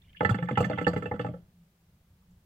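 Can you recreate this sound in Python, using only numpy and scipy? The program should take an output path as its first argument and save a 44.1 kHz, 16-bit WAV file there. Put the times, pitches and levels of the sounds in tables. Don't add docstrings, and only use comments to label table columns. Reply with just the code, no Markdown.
import sys
import numpy as np
from scipy import signal
from scipy.fft import rfft, irfft, next_fast_len
from scipy.io import wavfile

SR = 44100
rng = np.random.default_rng(int(sys.argv[2]) if len(sys.argv) > 2 else 0)


def dump(signal):
    limited = np.clip(np.atleast_2d(signal).T, -1, 1)
    pcm = np.round(limited * 32767).astype(np.int16)
    wavfile.write(sys.argv[1], SR, pcm)


N = 108045
RING_TIME = np.arange(int(.3 * SR)) / SR


def from_db(db):
    return 10 ** (np.asarray(db) / 20)


def rms_one(x):
    return x / np.sqrt(np.mean(x ** 2) + 1e-20)


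def at_level(x, db, first_s=.016):
    return x * from_db(db) / np.sqrt(np.mean(x[:, :int(first_s * SR)] ** 2) + 1e-20)


def at_hz(points, hz):
    known, values = np.transpose(points)
    return np.interp(np.log(np.maximum(hz, 1)), np.log(known), values)


def level_curve(points):
    return from_db(np.interp(np.arange(N) / SR, *np.transpose(points)))


def pan(db):
    return rms_one(from_db(np.array([[db], [-db]]) / 2))


def dying(fade_s):
    return np.exp(-np.log(1000) * RING_TIME / fade_s)


def add(out, start_s, sound):
    start = int(start_s * SR)
    out[:, start:start + sound.shape[1]] += sound[:, :N - start]


def butter(x, hz, kind, order=2):
    return signal.sosfilt(signal.butter(order, hz, kind, fs=SR, output="sos"), x)


def resonate(x, hz, q):
    return signal.lfilter(*signal.iirpeak(hz, q, fs=SR), x)


def noise(spectrum, size, lean=0):
    # (pitch [Hz], likeness [0 to 1])
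    likeness = [(30, .95), (80, .99), (250, .97), (600, .8), (1200, .1), (16000, .1)]
    # (pitch [Hz], left minus right at lean=1 [dB])
    drain_side = [(300, 0), (700, -1.5), (1400, -12), (2100, -7), (2800, -3), (4500, -5.5), (12000, -3.5)]
    padded = next_fast_len(size)
    mid, side = rfft(rng.standard_normal((2, padded)))
    hz = np.arange(len(mid)) * SR / padded
    alike = at_hz(likeness, hz)
    ears = np.array([[1], [-1]])
    both = np.sqrt(1 + alike) * mid + np.sqrt(1 - alike) * side * ears
    colour = from_db(at_hz(spectrum, hz) + lean * ears * at_hz(drain_side, hz) / 2)
    return rms_one(irfft(both * colour, padded)[:, :size])


def room_and_pipe_hum(room_db=-62, hum_hz=174.4):
    # (pitch [Hz], relative level [dB])
    room_colour = [(20, -13.5), (33, -14), (48, -4.5), (62, -4), (85, -1), (130, -11.5), (180, -7.5),
                   (250, -24), (450, -28), (1000, -32), (3000, -37), (9000, -42.5), (15500, -39.5)]
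    # (time [s], level [dB])
    hum_levels = [(0, -75), (.2, -63.5), (1.35, -54), (1.5, -67.5), (1.65, -60.5), (1.76, -70.5),
                  (2.45, -71.5)]
    hum = resonate(noise(room_colour, N), hum_hz, q=12)
    hum = rms_one(resonate(hum, hum_hz, q=2.1))
    air = from_db(room_db) * noise(room_colour, N)
    return air + handling_bumps(air) + level_curve(hum_levels) * hum


def handling_bumps(air, below_hz=220):
    # (time [s], bass boost [dB])
    bumps = [(0, -2), (.09, 7), (.15, 0.5), (1.4, 3), (1.8, -10.5), (1.95, 3), (2.05, -5), (2.14, 5),
             (2.22, -6.5), (2.31, 6.5), (2.45, -4.5)]
    bass = signal.sosfiltfilt(signal.butter(2, below_hz, fs=SR, output="sos"), air)
    return bass * (level_curve(bumps) - 1)


def trickle(bubbles_per_s=700, spread_db=5.5, note_count=16):
    # (time [s], level [dB])
    levels = [(0, -72), (.1, -68.5), (.19, -55.5), (.3, -60.5), (.9, -62), (1.2, -68.5), (1.35, -92),
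              (2.45, -100)]
    bursts = rng.random(N) < bubbles_per_s / SR
    clicks = bursts * from_db(spread_db * rng.standard_normal(N)) * rng.choice([-1, 1], N)
    note_of_click = rng.integers(0, note_count, N)
    out = np.zeros((2, N))
    for k, hz in enumerate(np.geomspace(1662, 3600, note_count)):
        note = resonate(clicks * (note_of_click == k) + 1e-18, hz, q=30)
        left_flip = [[rng.choice([-1, 1])], [1]]
        out += note * pan(db=-2) * left_flip
    return level_curve(levels) * rms_one(butter(out, [1300, 3800], "band", order=3))


def sink_notes():
    # (pitch [Hz], relative level [dB], fade time [s], left minus right [dB], left's head start [rad])
    resonances = [(90, -6, 0.27, 1, -1), (123.1, 0, .25, -2, -0.5), (174.6, 0, 0.3, 1, 0.5),
                  (201.4, -1, 0.13, -1.5, 0), (294.8, -5.5, .17, 1, 1.5), (421, -5.5, .08, -1, -2),
                  (490, 3.5, 0.11, -1.5, 0), (599, -6, 0.16, 0.5, 1.5), (660, -12, .08, 9.5, 2),
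                  (781.6, -4, 0.07, -4, -0.2), (840, 0, 0.091, -6.5, 1), (1034, -14, 0.072, -4, 1.5),
                  (1161.5, -6.5, .14, 3.5, -0.5), (1277, 0, 0.07, -5, -1.5), (1324, 4, 0.095, -10, -1.76),
                  (1452.4, 0, 0.049, -13.5, -0.5), (1768, 4.5, 0.075, -18.5, -2.5),
                  (2001, -2.5, .08, -13, 3.36), (2092, 0.5, 0.04, -10.5, 1), (2430, -14, .12, 3.5, 1.64),
                  (2650, -9, 0.091, -2.5, -0.5), (2757, -8.5, 0.042, -3, 1), (2910, -12, 0.13, -3, 1),
                  (2917, -9.5, 0.058, -7.5, -1.9), (3366, -10.5, .05, -6.5, 0.5),
                  (3620, -14, .06, -7.5, -4.94), (4350, -17.5, .07, -8.5, 3.5),
                  (4600, -14.5, 0.029, -7, 1.5)]
    notes = []
    for k, (hz, db, fade_s, pan_db, lead) in enumerate(resonances):
        wave = np.sin(2 * np.pi * hz * RING_TIME + np.array([[lead], [0]]))
        notes.append((-1) ** k * from_db(db) * pan(pan_db) * dying(fade_s) * wave)
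    return np.array(notes)


def sink_ring(notes, spread_db=4.5, direct_db=3, direct_s=.004):
    # (pitch [Hz], relative level [dB])
    blur_colour = [(35, -33), (75, -13.5), (150, 4.5), (350, 2.5), (700, 0.5), (1080, -7.5), (1500, -3),
                   (2150, -6.5), (2480, -21.5), (2800, -8.5), (3500, -6.5), (3850, -22.5), (4700, -17),
                   (5500, -21), (16000, -34)]
    strengths = from_db(rng.normal(0, spread_db, len(notes)))
    ringing = at_level(np.tensordot(strengths, notes, 1), 0)
    basin_fade = from_db(-9) * dying(fade_s=.05)
    room_fade = from_db(-19) * dying(fade_s=.47)
    blur = (basin_fade + room_fade) * noise(blur_colour, len(RING_TIME), lean=1)
    return (ringing + blur) * from_db(direct_db * np.exp(-RING_TIME / direct_s))


def plinks(notes, gain_db=-3):
    # (time [s], relative level [dB], pitch [Hz])
    bubbles = [(.018, -64, 3740), (.147, -54.5, 1693), (.167, -48, 3080), (.194, -56, 3100),
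               (.248, -26, 1755), (.259, -50.5, 4350), (.294, -28, 1380), (.305, -43.5, 3420),
               (.324, -48.5, 2780), (.387, -44.5, 2340), (.474, -43, 1820), (.554, -39, 1940),
               (.555, -44, 3090), (.573, -34, 2854), (.603, -40, 2730), (.636, -37.5, 2030),
               (0.645, -35, 1810), (.648, -56.5, 6300), (.698, -54.5, 4400), (.712, -56.5, 3600),
               (.724, -50.5, 3126), (.732, -45.5, 1990), (.758, -52, 3120), (.845, -37, 2870),
               (.878, -42, 4660), (1.057, -41, 2580), (1.113, -36, 1903), (1.195, -47.5, 3200),
               (1.212, -60.5, 4580), (1.284, -55.5, 2220), (2.219, -74, 1050), (2.309, -78.5, 7200)]
    out = np.zeros((2, N))
    for start_s, db, hz in bubbles:
        plink = resonate(sink_ring(notes), hz, q=14)
        plink = resonate(plink, hz, q=3)
        add(out, start_s, at_level(plink, db + gain_db))
    return out


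def gulps(notes):
    # (time [s], thump [dB], bubble [dB], bubble pitch [Hz], snap [dB], snap pitch [Hz], spray [dB])
    air_gulps = [(0.207, -29, -24.5, 764, -27.5, 1200, -68.5), (0.228, -44, -26.5, 386, -46, 1690, -64),
                 (0.248, -28, -27, 520, -21, 1590, -55), (0.292, -29.5, -36.5, 920, -26, 1190, -50),
                 (0.306, -24.5, -34, 840, -41, 1200, -53), (0.344, -28.5, -41.5, 770, -32.5, 1680, -60),
                 (0.385, -41, -43, 444, -41.5, 2280, -78), (0.425, -30, -41, 660, -35, 1680, -67.5),
                 (0.441, -42.5, -46, 510, -74, 1420, -69), (0.486, -42, -31.5, 980, -31.5, 1240, -65.5),
                 (0.51, -30.5, -34.5, 714, -39, 2040, -65.5), (0.524, -28.5, -76, 630, -56.5, 1370, -73),
                 (0.573, -24.5, -22.5, 866, -23.5, 1200, -52), (0.585, -33, -44.5, 660, -50.5, 1200, -58),
                 (0.604, -24.5, -23.5, 627, -37.5, 1520, -48), (0.625, -30.5, -54.5, 660, -41, 2940, -60.5),
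                 (0.644, -31, -41, 706, -30.5, 2395, -54), (0.66, -35.5, -52.5, 554, -52, 2440, -71.5),
                 (0.697, -30, -29, 502, -41, 1638, -65), (0.711, -43.5, -33.5, 626, -39, 1385, -76),
                 (0.731, -32.5, -38.5, 480, -36.5, 1990, -72), (0.775, -41.5, -36.5, 874, -42, 1900, -72),
                 (0.784, -34, -33, 840, -29.5, 1880, -64.5), (0.812, -31, -31, 386, -36.5, 1570, -61.5),
                 (0.824, -39.5, -48, 440, -46.5, 1510, -67), (0.867, -24.5, -23.5, 830, -22, 1790, -51),
                 (0.879, -38.5, -30.5, 480, -49, 1680, -54), (0.932, -35, -36, 640, -38.5, 1210, -62.5),
                 (0.962, -27, -27.5, 400, -36, 1630, -63.5), (0.974, -43, -47, 404, -43, 2260, -60.5),
                 (1.023, -36, -36, 436, -38, 1770, -65.5), (1.04, -35.5, -44.5, 490, -51, 1620, -83),
                 (1.057, -42, -32, 502, -39, 2570, -68), (1.077, -36.5, -52.5, 400, -66, 2700, -80.5),
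                 (1.112, -33.5, -30, 820, -61, 1930, -74), (1.139, -33, -37.5, 587, -46, 1200, -76),
                 (1.158, -41.5, -54, 630, -49, 1280, -75), (1.194, -32, -30, 524, -34, 1480, -66),
                 (1.211, -42.5, -46, 474, -43.5, 3200, -68), (1.245, -33.5, -32, 677, -42.5, 1330, -70.5),
                 (1.263, -35.5, -49, 735, -42.5, 1560, -69), (1.287, -35, -47.5, 545, -65, 1520, -79),
                 (1.338, -43, -44.5, 520, -54.5, 1200, -82), (1.363, -52, -67, 570, -76, 1640, -88)]
    out = np.zeros((2, N))
    for start_s, thump_db, bubble_db, bubble_hz, snap_db, snap_hz, spray_db in air_gulps:
        ring = sink_ring(notes)
        thump = butter(butter(ring, 260, "low", order=3), 72, "high")
        bubble = resonate(butter(ring, [360, 1000], "band"), bubble_hz, q=2.7)
        snap = resonate(butter(ring, [1100, 3700], "band", order=3), snap_hz, q=.9)
        add(out, start_s, at_level(thump, thump_db - 1))
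        add(out, start_s, at_level(bubble, bubble_db - .5))
        add(out, start_s, at_level(snap, snap_db - 2))
        add(out, start_s, at_level(spray(), spray_db - 1.5))
    return out


def spray(grain_db=3, spread_db=3.5, fade_in_s=.002):
    # (pitch [Hz], relative level [dB])
    hiss_colour = [(2500, -25), (4000, -4.5), (4650, -1), (5500, -11), (6500, -4.5), (7800, 2.5),
                   (8700, -16), (11000, -14), (14000, -11), (15800, -15)]
    # (pitch [Hz], relative level [dB])
    strainer_notes = [(4075, -3.5), (4325, -2), (4650, 0), (4790, -5), (5925, -10.5), (6260, -4),
                      (7060, -5.5), (7280, -4.5), (7520, -5.5), (7820, -5.5), (8040, -10)]
    grain_times = RING_TIME[::100]
    grain = np.interp(RING_TIME, grain_times, from_db(grain_db * rng.standard_normal(len(grain_times))))
    hiss = noise(hiss_colour, len(RING_TIME), lean=.93) * grain * dying(fade_s=.092)
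    tones = np.array([from_db(db) * np.sin(2 * np.pi * hz * RING_TIME) for hz, db in strainer_notes])
    strengths = from_db(spread_db * rng.standard_normal(len(tones)))
    flips = rng.choice([-1, 1], (2, len(tones)))
    steel = (strengths * flips) @ tones * dying(fade_s=.091) * pan(db=-4)
    fade_in = 1 - np.exp(-RING_TIME / fade_in_s)
    return (at_level(hiss, 0) + at_level(steel, -1.5)) * fade_in


def glugs(fade_in_cycles=.9, rise_per_s=.6):
    # (time [s], level [dB], starting pitch [Hz], fade time [s])
    air_pockets = [(.252, -26.5, 101, 0.2), (.296, -20.5, 187, 0.091), (.311, -13, 111, 0.12),
                   (.387, -32.5, 509, 0.17), (0.418, -24, 150, .09), (.522, -20.5, 205, .08),
                   (.606, -23.5, 490, 0.069), (0.646, -25, 150, .1), (.709, -24, 625, .06),
                   (.869, -22.5, 310, 0.12), (.872, -19, 486.4, .1), (.933, -28, 620, 0.058),
                   (1.113, -29, 832, 0.054), (1.262, -35, 140, 0.063), (1.287, -35, 601.6, 0.1),
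                   (1.34, -42.5, 528.4, 0.16)]
    out = np.zeros((2, N))
    for start_s, db, hz, fade_s in air_pockets:
        phase = 2 * np.pi * hz * (RING_TIME + rise_per_s * RING_TIME ** 2 / 2)
        fade_in = 1 - np.exp(-RING_TIME * hz / fade_in_cycles)
        add(out, start_s, from_db(db) * pan(0) * fade_in * dying(fade_s) * np.sin(phase))
    return out


def basin_echoes(x):
    # (pitch [Hz], width [Hz])
    gaps = [(712, 22), (1075, 70.4), (1215, 14), (1895, 89), (2300, 56), (2520, 130), (3015, 50),
            (3850, 160)]
    for hz, width_hz in gaps:
        x = signal.lfilter(*signal.iirnotch(hz, hz / width_hz, fs=SR), x)
    return x


def scene():
    notes = sink_notes()
    background = room_and_pipe_hum()
    gurgle = gulps(notes) + plinks(notes) + glugs() + trickle()
    return background + basin_echoes(gurgle)


def record(dry, cutoff_hz=15750):
    # (pitch [Hz], boost of the left-minus-right part [dB])
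    width = [(30, -6), (90, -17.5), (200, -4), (400, -7), (700, 0.5)]
    size = next_fast_len(N + len(RING_TIME))
    width_gain = from_db(at_hz(width, np.fft.rfftfreq(size, 1 / SR)))
    side = (dry[0] - dry[1]) / 2
    side = irfft(rfft(side, size) * width_gain, size)[:N]
    heard = dry.mean(axis=0) + np.array([side, -side])
    return signal.sosfilt(signal.ellip(10, .1, 80, cutoff_hz, fs=SR, output="sos"), heard)


dry = scene()
out = record(dry)
dump(out)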